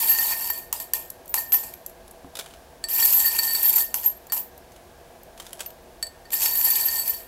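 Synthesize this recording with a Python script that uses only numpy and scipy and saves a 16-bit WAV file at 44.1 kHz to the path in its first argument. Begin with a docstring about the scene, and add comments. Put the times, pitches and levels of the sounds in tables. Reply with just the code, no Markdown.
"""A hand stirs small metal charms in a ribbed glass tumbler, close to the microphone in a small quiet room.
The heap is dense random contacts driving short resonances; the glass wall is a set of damped modes.
Falling charms knock and ring, a finger ring or knuckles strike the wall, charms click between the fingers,
and between stirs charms are laid on the table with light clicks.
Table contacts and glass share one diffuse tail; coloured noise with low resonances makes the hush."""
import sys
import numpy as np
from scipy import signal
from scipy.fft import rfft, irfft
from scipy.io import wavfile
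from scipy.ndimage import uniform_filter1d

SR = 44100
rng = np.random.default_rng(int(sys.argv[2]) if len(sys.argv) > 2 else 0)


def file_out(sig):
    """Save sig as 16-bit WAV at sys.argv[1]."""
    # one column per channel
    cols = np.atleast_2d(sig).T
    # limit, then scale
    lim = np.clip(cols, -1, 1)
    pcm = np.round(lim * 32767).astype(np.int16)
    wavfile.write(sys.argv[1], SR, pcm)


N = 320607
TIME = np.arange(N) / SR  # clock in seconds
TOP_HZ = 15750  # upper edge of the sound

# Spectrum of contacts in the heap. Each row: frequency in Hz, relative level in dB.
HEAP_COLOUR = [(300, -19.5), (650, -28), (900, 2), (1050, -3), (1300, -10), (2200, -1.5), (2850, -3),
               (3400, -6.5), (3800, -6.5), (5200, -0.5), (6300, -4), (7500, 5.5), (9600, 0), (12500, 3),
               (16000, -28.5)]
# Spectrum of a charm on the table. Each row: frequency in Hz, relative level in dB.
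TABLE_COLOUR = [(100, -24), (500, -2), (1500, -1), (2200, -5), (3200, -1), (4500, -4), (6500, -2.5),
                (11000, -3), (16000, -11)]
# Dropped charms shake the heap and the wall, then come to rest. Each row: start in seconds, clatter in dB,
# jingle in dB, wall ring in dB, decay time t60 of the heap in seconds; levels are relative.
SETTLES = [(0.726, -33.5, -39, -48, 0.35), (0.799, -35, -36, -46, 0.18), (0.937, -32, -32, -36.5, 0.33),
           (1.344, -28.5, -30, -64, 0.32), (1.376, -32.5, -29.5, -31, 0.22), (1.461, -59, -59, -52, 0.44),
           (1.524, -30.5, -28.5, -45, 0.43), (1.63, -39.5, -56.5, -53, 0.35), (3.942, -33, -31, -49, 0.43),
           (4.038, -33, -43, -44, 0.24), (4.323, -29.5, -27.5, -39, 0.22), (4.364, -31.5, -29.5, -61, 0.19)]


def amp(db):
    """Amplitude ratio of a level: 20 dB for each factor of ten."""
    return 10 ** (np.asarray(db) / 20)


def unit(x):
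    """Normalization of mean power: the rms becomes 1."""
    return x / np.sqrt(np.mean(x ** 2))


def add(out, s, x):
    """Superposition: mix x into out from s seconds on."""
    i = int(s * SR)
    out[i:i + len(x)] += x[:N - i]


def fade(t, t60):
    """Exponential decay by 60 dB in t60 seconds."""
    return np.exp(-np.log(1000) * t / t60)


def arch(s, length):
    """Half-cosine envelope: a smooth rise and fall around s, length seconds long."""
    return np.cos(np.pi * np.clip((TIME - s) / length, -.5, .5))


def walk(rate):
    """Piecewise-linear random modulation: normal values, rate a second, joined by straight lines."""
    count = int(TIME[-1] * rate) + 2
    return np.interp(TIME * rate, np.arange(count), rng.standard_normal(count))


def colour(x, points):
    """Minimum-phase filtering through (Hz, dB) points, by folding the cepstrum to positive times."""
    size = 4096
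    hz, db = np.transpose(points)
    grid = np.maximum(np.arange(size // 2 + 1) * SR / size, 1)
    log_gain = np.log(amp(np.interp(np.log(grid), np.log(hz), db)))
    cepstrum = irfft(log_gain)
    cepstrum[1:size // 2] *= 2
    cepstrum[size // 2 + 1:] = 0
    response = irfft(np.exp(rfft(cepstrum)))
    return signal.fftconvolve(x, response)[:len(x)]


def ring(x, hz, t60):
    """Damped harmonic oscillator: one decaying mode, a complex pole pair, driven by x."""
    pole = np.exp((2j * np.pi * hz - np.log(1000) / t60) / SR)
    return signal.lfilter([0, pole.imag], [1, -2 * pole.real, abs(pole) ** 2], x)


def band(x, hz, width_hz):
    """Second-order resonance: the quality factor is centre frequency over bandwidth."""
    return signal.lfilter(*signal.iirpeak(hz, hz / width_hz, fs=SR), x)


def sparks(rate, spread_db):
    """Random impulse train: clicks, about rate a second, of either sign and unequal size."""
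    x = np.zeros(N)
    places = np.flatnonzero(rng.random(N) < rate / SR)
    sizes = amp(spread_db * rng.standard_normal(len(places)))
    x[places] = rng.choice([-1, 1], len(places)) * sizes
    return x


def contacts(rate, spread_db, even_s):
    """Short-time power levelling: random clicks made nearly steady over even_s seconds."""
    x = sparks(rate, spread_db)
    power = uniform_filter1d(x ** 2, max(int(even_s * SR), 1))
    return unit(x / np.sqrt(np.abs(power) + np.mean(power) / 20))


def driven(clicks, gain, body):
    """Source-filter excitation: clicks scaled by gain drive a body; a steady gain of 1 gives rms 1."""
    return body(clicks * gain) / np.std(body(clicks))


def tumbler(x, tilt_db):
    """Modal vibration of the glass wall; a harder contact (tilt in dB per octave) favours the treble."""
    # Modes damped by the holding hand. Each row: frequency in Hz, level before the tilt in dB, t60 in seconds.
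    glass = [(1821, -20, .5), (1834, -17, .1), (4518, -12, .25), (4533, 0, .11), (7966, 0, .035),
             (8010, -9, .12), (12180, -11, .06), (14690, -18, .05)]
    pivot_hz = glass[3][0]
    out = 0
    for hz, db, t60 in glass:
        gain_db = db + tilt_db * np.log2(hz / pivot_hz)
        out = out + amp(gain_db) * ring(x, hz, t60)
    return out


def hits(table, points, body_hz, body_width_hz, body_db, ring_db, ring_width_hz, gain_db, rise_s, t60):
    """Noise-burst impact: a short crack, a thud of the body and a choked resonant ring."""
    out, t = np.zeros(N), TIME[:SR // 8]
    force = np.minimum(t / rise_s, 1) * fade(t, t60)

    def thud(x):
        return band(band(x, body_hz, body_width_hz), body_hz, body_width_hz)

    for s, db, thud_db, hz in table:
        crack, push, bite = rng.standard_normal((3, len(t)))
        hit = driven(crack, force, lambda x: colour(x, points))
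        hit += amp(thud_db + body_db) * driven(push, force, thud)
        hit += amp(ring_db) * driven(bite, force, lambda x: band(x, hz, ring_width_hz))
        add(out, s, amp(db + gain_db) * hit)
    return out


def hush():
    """Filtered stationary noise: a broadband hush with a few low resonances."""
    # Spectrum of the air noise. Each row: frequency in Hz, relative level in dB.
    air_colour = [(15, -45), (25, 1), (59, -1), (107, -10), (253, -5.5), (322, -11.5), (359, 1.5),
                  (410, -13), (482, -3.5), (523, -6), (666, -0.5), (1270, -16), (9050, -26), (10900, -24),
                  (15500, -27.5)]
    # Low resonances of the room. Each row: frequency in Hz, half the width of one filter stage in Hz, rms in dB.
    drones = [(48.5, 2.3, -68), (68.8, 12.7, -62.5), (148, 13, -69.5), (390, 32, -64.5), (482, 10, -61),
              (667.7, 11.3, -59), (1630, 106, -66)]
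    out = amp(-49.5) * unit(colour(rng.standard_normal(N), air_colour))
    for hz, half_width, db in drones:
        noise = rng.standard_normal(N)
        out += amp(db) * unit(band(band(noise, hz, 2 * half_width), hz, 2 * half_width))
    return out


def room(x, wet_db=-13, t60=0.23, gap_s=0.0084):
    """Diffuse reverberation: convolution with a short decaying noise tail after a gap."""
    t = TIME[:SR // 2]
    tail = rng.standard_normal(len(t)) * fade(t, t60) * (t > gap_s)
    return x + amp(wet_db) * signal.fftconvolve(x, tail / np.linalg.norm(tail))[:N]


def bump(s=2.246, db=-29):
    """Modal response to a soft blow: the hand lands on the table as a sum of decaying sines."""
    # Modes of the table top. Each row: frequency in Hz, relative level in dB, t60 in seconds.
    table_modes = [(104, -17, .07), (180, -19, .04), (273, -6.5, 0.058), (720, -11, 0.018),
                   (1070, -11, .025)]
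    out, t = np.zeros(N), TIME[:SR // 4]
    for hz, mode_db, t60 in table_modes:
        add(out, s, amp(db + mode_db) * np.sin(2 * np.pi * hz * t) * fade(t, t60))
    return out


def slides():
    """Friction as dense micro-impacts: fingers nudge the laid charms along."""
    # Each row: start, strongest moment and end in seconds, peak level in dB.
    pushes = [(2.34, 2.40, 2.78, -50.5), (5.36, 5.41, 5.8, -48), (5.57, 5.61, 5.74, -47)]
    force = 0
    for start, top, end, db in pushes:
        force = force + amp(db) * np.interp(TIME, [start, top, end], [0, 1, 0]) ** 2
    clicks = contacts(rate=1200, spread_db=7.5, even_s=0.014)
    return driven(clicks, force, lambda x: colour(x, TABLE_COLOUR))


def taps():
    """Impact on a broad woody resonance: charms are laid on the table."""
    # Each row: start in seconds, relative level in dB, relative woody body in dB, ring in Hz.
    landings = [(2.353, -22.5, -19, 3570), (2.369, -22, -24, 3670), (2.389, -18.5, -25, 3460),
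                (2.395, -19, -30, 3660), (2.408, -28.5, 6, 3560), (2.46, -33.5, 7.5, 3040),
                (2.507, -40, 4, 3020), (2.537, -37, 6, 3010), (4.719, -40, -16, 6240),
                (4.761, -38, -16, 2960), (5.376, -34, -8, 3290), (5.399, -24.5, -1, 3160),
                (5.465, -30, -20, 3570), (5.593, -26.5, -5, 3220), (5.605, -17, -2, 8000)]
    return hits(landings, TABLE_COLOUR, body_hz=1560, body_width_hz=4400, body_db=-6,
                ring_db=-6, ring_width_hz=170, gain_db=-8, rise_s=0.00089, t60=0.043)


def finger_clicks():
    """Impact between small hard bodies: charms click against each other between the fingers."""
    # Each row: start in seconds, relative level in dB, relative dull part in dB, ring in Hz.
    clicks = [(1.101, -16.5, -32, 11600), (1.257, -33, -27, 12400), (1.278, -28, -27, 14500),
              (1.293, -29, -33, 14800), (1.737, -25.5, -8.5, 12600), (1.862, -17.5, -37, 11900),
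              (1.895, -31, -21, 12900), (2.078, -34, -9, 10600), (2.11, -30.5, -27, 11000),
              (4.268, -30.5, -23, 14300), (4.577, -32.5, -27, 13700), (5.232, -33, -23, 13700),
              (5.53, -22, -5, 10800), (5.66, -32, 0, 13000), (5.703, -31.5, -8, 13200),
              (6.304, -28, -4, 12300), (6.51, -15, -27, 14400)]
    # Spectrum of charm on charm. Each row: frequency in Hz, relative level in dB.
    click_colour = [(300, -21), (2000, -23), (5000, -11.5), (7500, 1), (10000, -3.5), (12500, 8),
                    (14000, -7), (16000, -5)]
    return hits(clicks, click_colour, body_hz=3030, body_width_hz=7700, body_db=4.5,
                ring_db=1, ring_width_hz=560, gain_db=-5, rise_s=0.0021, t60=0.018)


def clinks(tick_db=-5, tick_t60=0.043):
    """Impulse response of the wall: a finger ring or knuckle strikes it with a noisy tick."""
    # Each row: start in seconds, level in dB, hardness in dB per octave.
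    strikes = [(.186, -26, -7), (0.312, -43, -17), (0.504, -32, -9.5), (1.539, -35.5, -13.5),
               (2.84, -24, -2), (3.025, -22.5, -6.5), (3.245, -35.5, -15.5), (3.266, -26, -7),
               (3.389, -17, -1.5), (3.433, -24.5, 2.5), (3.477, -28, -7), (3.550, -22.5, 0),
               (4.299, -40, -6.5), (6.027, -23, 0.5), (6.068, -35.5, 2), (6.254, -49, -11.5),
               (6.759, -26, -0.5), (6.812, -31, -3), (6.884, -27, -3.5)]
    out, t = np.zeros(N), TIME[:SR // 2]
    impulse = 1. * (t == 0)
    for s, db, hardness_db in strikes:
        tick = unit(colour(rng.standard_normal(len(t)), HEAP_COLOUR)) * fade(t, tick_t60)
        add(out, s, amp(db) * (tumbler(impulse, hardness_db) + amp(tick_db) * tick))
    return out


def rubs(gain_db=-2):
    """Repeated impact excitation: the finger ring and knuckles chatter along the ribbed wall."""
    # Each row: middle in seconds, length in seconds, relative level in dB, hardness in dB per octave.
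    swells = [(0.113, 0.14, -29.5, -10), (.21, 0.08, -30.5, -18), (0.325, 0.096, -32, -24),
              (3.06, 0.048, -23, 5), (3.28, 0.11, -27, -2.5), (3.39, .05, -31, 8), (3.505, 0.038, -24, 0),
              (3.555, 0.048, -27, 0.5), (6.442, 0.053, -29.5, -5.5), (6.745, .14, -33, 0),
              (6.99, 0.1, -29.5, 7.5)]
    clicks = contacts(rate=300, spread_db=3, even_s=.03)
    out = 0
    for s, length, db, hardness_db in swells:
        force = amp(db + gain_db) * arch(s, length)
        out = out + driven(clicks, force, lambda x: tumbler(x, hardness_db))
    return out


def knocks():
    """Impact with a bottom resonance: charms knock on the heap above the tumbler's thick bottom."""
    # Each row: start in seconds, relative level in dB, relative thud of the bottom in dB, ring in Hz.
    blows = [(.186, -14, -17, 11800), (.474, -22, -15, 13600), (.5, -14.5, -5, 12800),
             (.727, -8, -14, 14650), (.8, -20, -13, 12000), (.935, -7, -13.5, 12700),
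             (1.341, -3, -7.5, 11600), (1.521, -8.5, -22, 12400), (1.543, -11, -16, 12000),
             (2.886, -19, -23, 12700), (3.133, -9, -40, 12100), (3.366, -12.5, -32, 11900),
             (3.782, -10, -12, 13300), (3.942, -5.5, -13.5, 12250), (4.033, -21, -19, 12900),
             (4.321, -11, -10, 12130), (4.364, -22, -20, 12100), (6.333, -11.5, -28, 12200),
             (6.459, -7.5, -40, 12200), (6.612, -12, -40, 14600)]
    # Spectrum of one hard knock. Each row: frequency in Hz, relative level in dB.
    knock_colour = [(300, -53), (1350, -10.5), (2200, -12.5), (2850, -4.5), (3700, -17), (5000, -10.5),
                    (7500, -4), (9500, -5.5), (12600, -5), (14000, -12), (16000, -6.5)]
    return hits(blows, knock_colour, body_hz=970, body_width_hz=400, body_db=-2,
                ring_db=0.5, ring_width_hz=270, gain_db=-5, rise_s=0.00062, t60=0.015)


def pings(gain_db=-1, chatter=.5):
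    """Resonant build-up and free decay: a charm chatters against the glass, then rings out."""
    # Each row: start in seconds, pitch in Hz, relative peak in dB, swell in seconds, t60 in seconds.
    notes = [(0.087, 12500, -10, 0.014, 0.083), (.501, 12340, -13.5, .003, 0.054),
             (1.285, 14500, -31, .015, 0.21), (1.36, 14618, -32, .01, .16),
             (1.465, 12350, -33.5, 0.044, .25), (1.523, 12230, -8.5, 0.01, 0.11),
             (1.535, 14000, -13, .026, 0.11), (3.12, 12241, -14.5, 0.064, 0.11),
             (3.45, 13300, -21.5, 0.023, 0.14), (3.632, 12800, -14, 0.025, .085),
             (3.66, 14450, -14, 0.027, .1), (3.68, 13300, -14, 0.014, .09), (3.755, 14100, -9, .007, .1),
             (4.036, 12796, -20, 0.025, 0.057), (4.058, 12820, -6, 0.0048, 0.078),
             (4.326, 12250, -22, 0.0072, 0.2), (4.395, 14300, -23, .012, 0.055),
             (5.66, 13000, -27.5, .003, 0.063), (5.66, 14040, -31, .003, 0.087),
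             (6.53, 13190, -19, .01, .06), (6.71, 12060, -14, 0.011, .07), (6.852, 12740, -11.5, .01, .07),
             (7.09, 14000, -13, 0.0082, .09)]
    out, t = np.zeros(N), TIME[:SR // 2]
    for s, hz, db, swell, t60 in notes:
        kicks = 1 + chatter * unit(band(rng.standard_normal(len(t)), 90, 120))
        drive = np.sin(2 * np.pi * hz * t) * kicks * (t < swell)
        note = ring(drive, hz, t60)
        add(out, s, amp(db + gain_db) * note / np.abs(note).max())
    return out


def shaken_wall(hardness_db=-11.5):
    """Impulse response: each drop rings the tumbler once; hardness is in dB per octave."""
    out, t = np.zeros(N), TIME[:SR // 2]
    for s, _, _, db, _ in SETTLES:
        add(out, s, amp(db) * tumbler(1. * (t == 0), hardness_db))
    return out


def settles(rise_s=.0034):
    """Power addition of decaying forces: clatter and jingle start suddenly and die away after each drop."""
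    power = 0
    for s, clatter_db, jingle_db, _, t60 in SETTLES:
        age = np.maximum(TIME - s, 0)
        force = np.minimum(age / rise_s, 1) * fade(age, t60)
        power = power + np.outer(amp([clatter_db, jingle_db]), force) ** 2
    return np.sqrt(power)


def tumbles(gain_db=-12, t60=0.053, rise_s=0.0036):
    """Transient force envelope: clumps tumble off the fingers with a quick start and short run-out."""
    # Each row: start in seconds, relative level in dB.
    clumps = [(.186, -7), (0.224, -11.5), (.575, -19), (3.048, 1), (3.123, -2.5), (3.627, -5), (3.69, -3.5),
              (3.727, -5.5), (3.758, -12), (6.337, -4), (6.551, -5), (6.701, -2.5), (6.755, -5),
              (6.935, -16), (6.986, -11), (7.075, -9)]
    force, t = np.zeros(N), TIME[:SR // 5]
    for s, db in clumps:
        add(force, s, amp(db + gain_db) * np.minimum(t / rise_s, 1) * fade(t, t60))
    return force


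def scoops():
    """Smooth force envelopes: clatter and jingle swell as the fingers dig deeper and lift charms."""
    # Each row: middle in seconds, length in seconds, relative clatter in dB, relative jingle in dB.
    digs = [(0.104, 0.12, -31, -24.5), (2.96, 0.15, -35, -30), (3.056, 0.16, -28.5, -26.5),
            (3.175, 0.19, -29.5, -26.5), (3.27, 0.06, -31, -24), (3.391, 0.032, -32, -27.5),
            (3.538, 0.058, -47, -31), (3.666, 0.11, -34, -27), (3.8, 0.13, -38, -29),
            (6.435, 0.11, -26, -29), (6.59, 0.082, -50, -30), (6.653, .04, -32, -25),
            (6.72, 0.29, -32.5, -33.5)]
    forces = 0
    for s, length, clatter_db, jingle_db in digs:
        forces = forces + np.outer(amp([clatter_db, jingle_db]), arch(s, length))
    return forces


def stirs(unevenness_db=2.8, attack_s=0.011, t60=0.28):
    """Attack, sustain and decay of force: each stir starts quickly, tires and runs out after the hand stops."""
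    # Each row: start in seconds, stop in seconds, relative level in dB, tiring in dB per second,
    # jingle in dB against the level, bottom thuds in dB against the level.
    strokes = [(-.05, 0.581, -28.5, 18, -0.5, -11), (2.881, 3.815, -33.5, 2, -0.5, -14),
               (6.313, 7.141, -32, 4.5, -0.5, -15.5)]
    forces = 0
    for start, stop, db, tiring_db, jingle_db, bottom_db in strokes:
        attack = np.clip((TIME - start) / attack_s, 0, 1)
        hold = amp(db - tiring_db * (np.clip(TIME, start, stop) - start))
        release = fade(np.maximum(TIME - stop, 0), t60)
        forces = forces + np.outer([1, amp(jingle_db), amp(bottom_db)], attack * hold * release)
    return forces * amp(unevenness_db * walk(25))


def wall_contacts(force, rate, tilt_db):
    """Random impact excitation: irregular blows keep the tumbler's modes ringing."""
    clicks = contacts(rate=rate, spread_db=3, even_s=.06)
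    return driven(clicks, force, lambda x: tumbler(x, tilt_db))


def tinkles(force, rate_per_s=45, gain_db=2, t60=0.034, tick_db=-5, tick_t60=.008,
            lowest_hz=2600, overtone=2.3):
    """Inharmonic two-mode impact: a small charm clinks with a bright tick, its note and a stronger overtone."""
    out, t = np.zeros(N), TIME[:SR // 20]
    for s in np.flatnonzero(rng.random(N) < rate_per_s / SR) / SR:
        hz = rng.uniform(lowest_hz, TOP_HZ / overtone)
        note = .5 * np.sin(2 * np.pi * hz * t) + np.sin(2 * np.pi * hz * overtone * t)
        tick = amp(tick_db) * rng.standard_normal(len(t)) * fade(t, tick_t60)
        bright_tick = np.diff(tick, prepend=0)  # differencing favours the treble
        level = amp(gain_db + rng.uniform(-5, 3.2)) * np.interp(s, TIME, force)
        add(out, s, level * (note * fade(t, t60) + bright_tick))
    return out


def heap(force, bottom_force, shared_db=-7, count=40):
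    """Granular superposition: many choked resonators over a crackle and thuds of the glass bottom."""
    points_hz, points_db = np.transpose(HEAP_COLOUR)
    grains = 0
    for hz in np.linspace(2300, 15500, count) + rng.uniform(-120, 120, count):
        activity = amp(3.5 * walk(22))  # each piece grows louder and softer by itself
        piece = ring(sparks(rate=150, spread_db=4) * activity, hz, t60=.011)
        grains = grains + amp(np.interp(hz, points_hz, points_db)) * piece
    crackle = unit(colour(contacts(rate=2000, spread_db=-3.0, even_s=0.019), HEAP_COLOUR))
    bottom_clicks = contacts(rate=500, spread_db=0.5, even_s=0.057)
    thuds = unit(band(band(bottom_clicks, 880, 220), 936, 190))
    return force * (unit(grains) + amp(shared_db) * crackle) + bottom_force * thuds


def stirring(clatter_db=-0.5, jingle_db=-2, charms_db=5):
    """Stochastic excitation of modes: dense contacts crackle, ring single charms and knock on the glass."""
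    # Modes of the jostling charms. Each row: frequency in Hz, relative level in dB, t60 in seconds.
    charms = [(11790, -3, .035), (11930, -7, .025), (12245, -1, .032), (12660, -7, .025), (12796, -4, .03),
              (13190, -5, .035), (14015, -8, .04), (14240, -10, .035), (14450, -8, .03), (14620, -6, .04),
              (14835, -8, .035)]
    # Spectrum of the choked jingling. Each row: frequency in Hz, relative level in dB.
    jingle_colour = [(8000, -34), (10000, -4.5), (11300, 6), (12300, 7), (13200, 0.5), (13700, -25),
                     (14600, -32), (16000, -4.5)]
    effort, stir_jingle, stir_bottom = stirs()
    falling = tumbles()
    dug_clatter, dug_jingle = scoops()
    drop_clatter, drop_jingle = settles()
    # independent forces add in power
    clatter = np.linalg.norm([effort, dug_clatter, drop_clatter, amp(-8) * falling], axis=0)
    jingle = np.linalg.norm([stir_jingle, dug_jingle, drop_jingle, falling], axis=0)
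    bottom = np.linalg.norm([stir_bottom, amp(-18) * dug_clatter, amp(-8.5) * drop_clatter], axis=0)

    out = heap(clatter * amp(clatter_db), bottom) + tinkles(clatter)
    jingle_clicks = contacts(rate=1700, spread_db=3.5, even_s=0.064)
    out += driven(jingle_clicks, jingle * amp(jingle_db), lambda x: colour(x, jingle_colour))
    total = np.sqrt(sum(amp(db) ** 2 for _, db, _ in charms))
    for hz, db, t60 in charms:
        clicks = contacts(rate=240, spread_db=4, even_s=.06) * amp(2 * walk(15))
        out += driven(clicks, jingle * amp(db + charms_db) / total, lambda x: ring(x, hz, t60))
    # metal on the wall wakes its high modes, knuckles mostly the lowest
    metal = effort * amp(-5.5) + drop_clatter * amp(-17)
    out += wall_contacts(metal, rate=330, tilt_db=-5)
    return out + wall_contacts(effort * amp(-18), rate=140, tilt_db=-26)


def scene():
    """Linear superposition: glass and table share the room, over its hush."""
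    table = bump() + slides() + taps()
    glass_and_charms = stirring() + rubs() + shaken_wall() + knocks() + finger_clicks() + pings() + clinks()
    return (room(glass_and_charms + table) + hush())[None]


def record(dry):
    """Saturation and band limiting: the recorder rounds the highest peaks and cuts the top steeply."""
    rounded = dry / (1 + (dry / .65) ** 6) ** (1 / 6)
    return signal.sosfilt(signal.ellip(10, .2, 70, TOP_HZ, fs=SR, output="sos"), rounded)


dry = scene()
out = record(dry)
file_out(out)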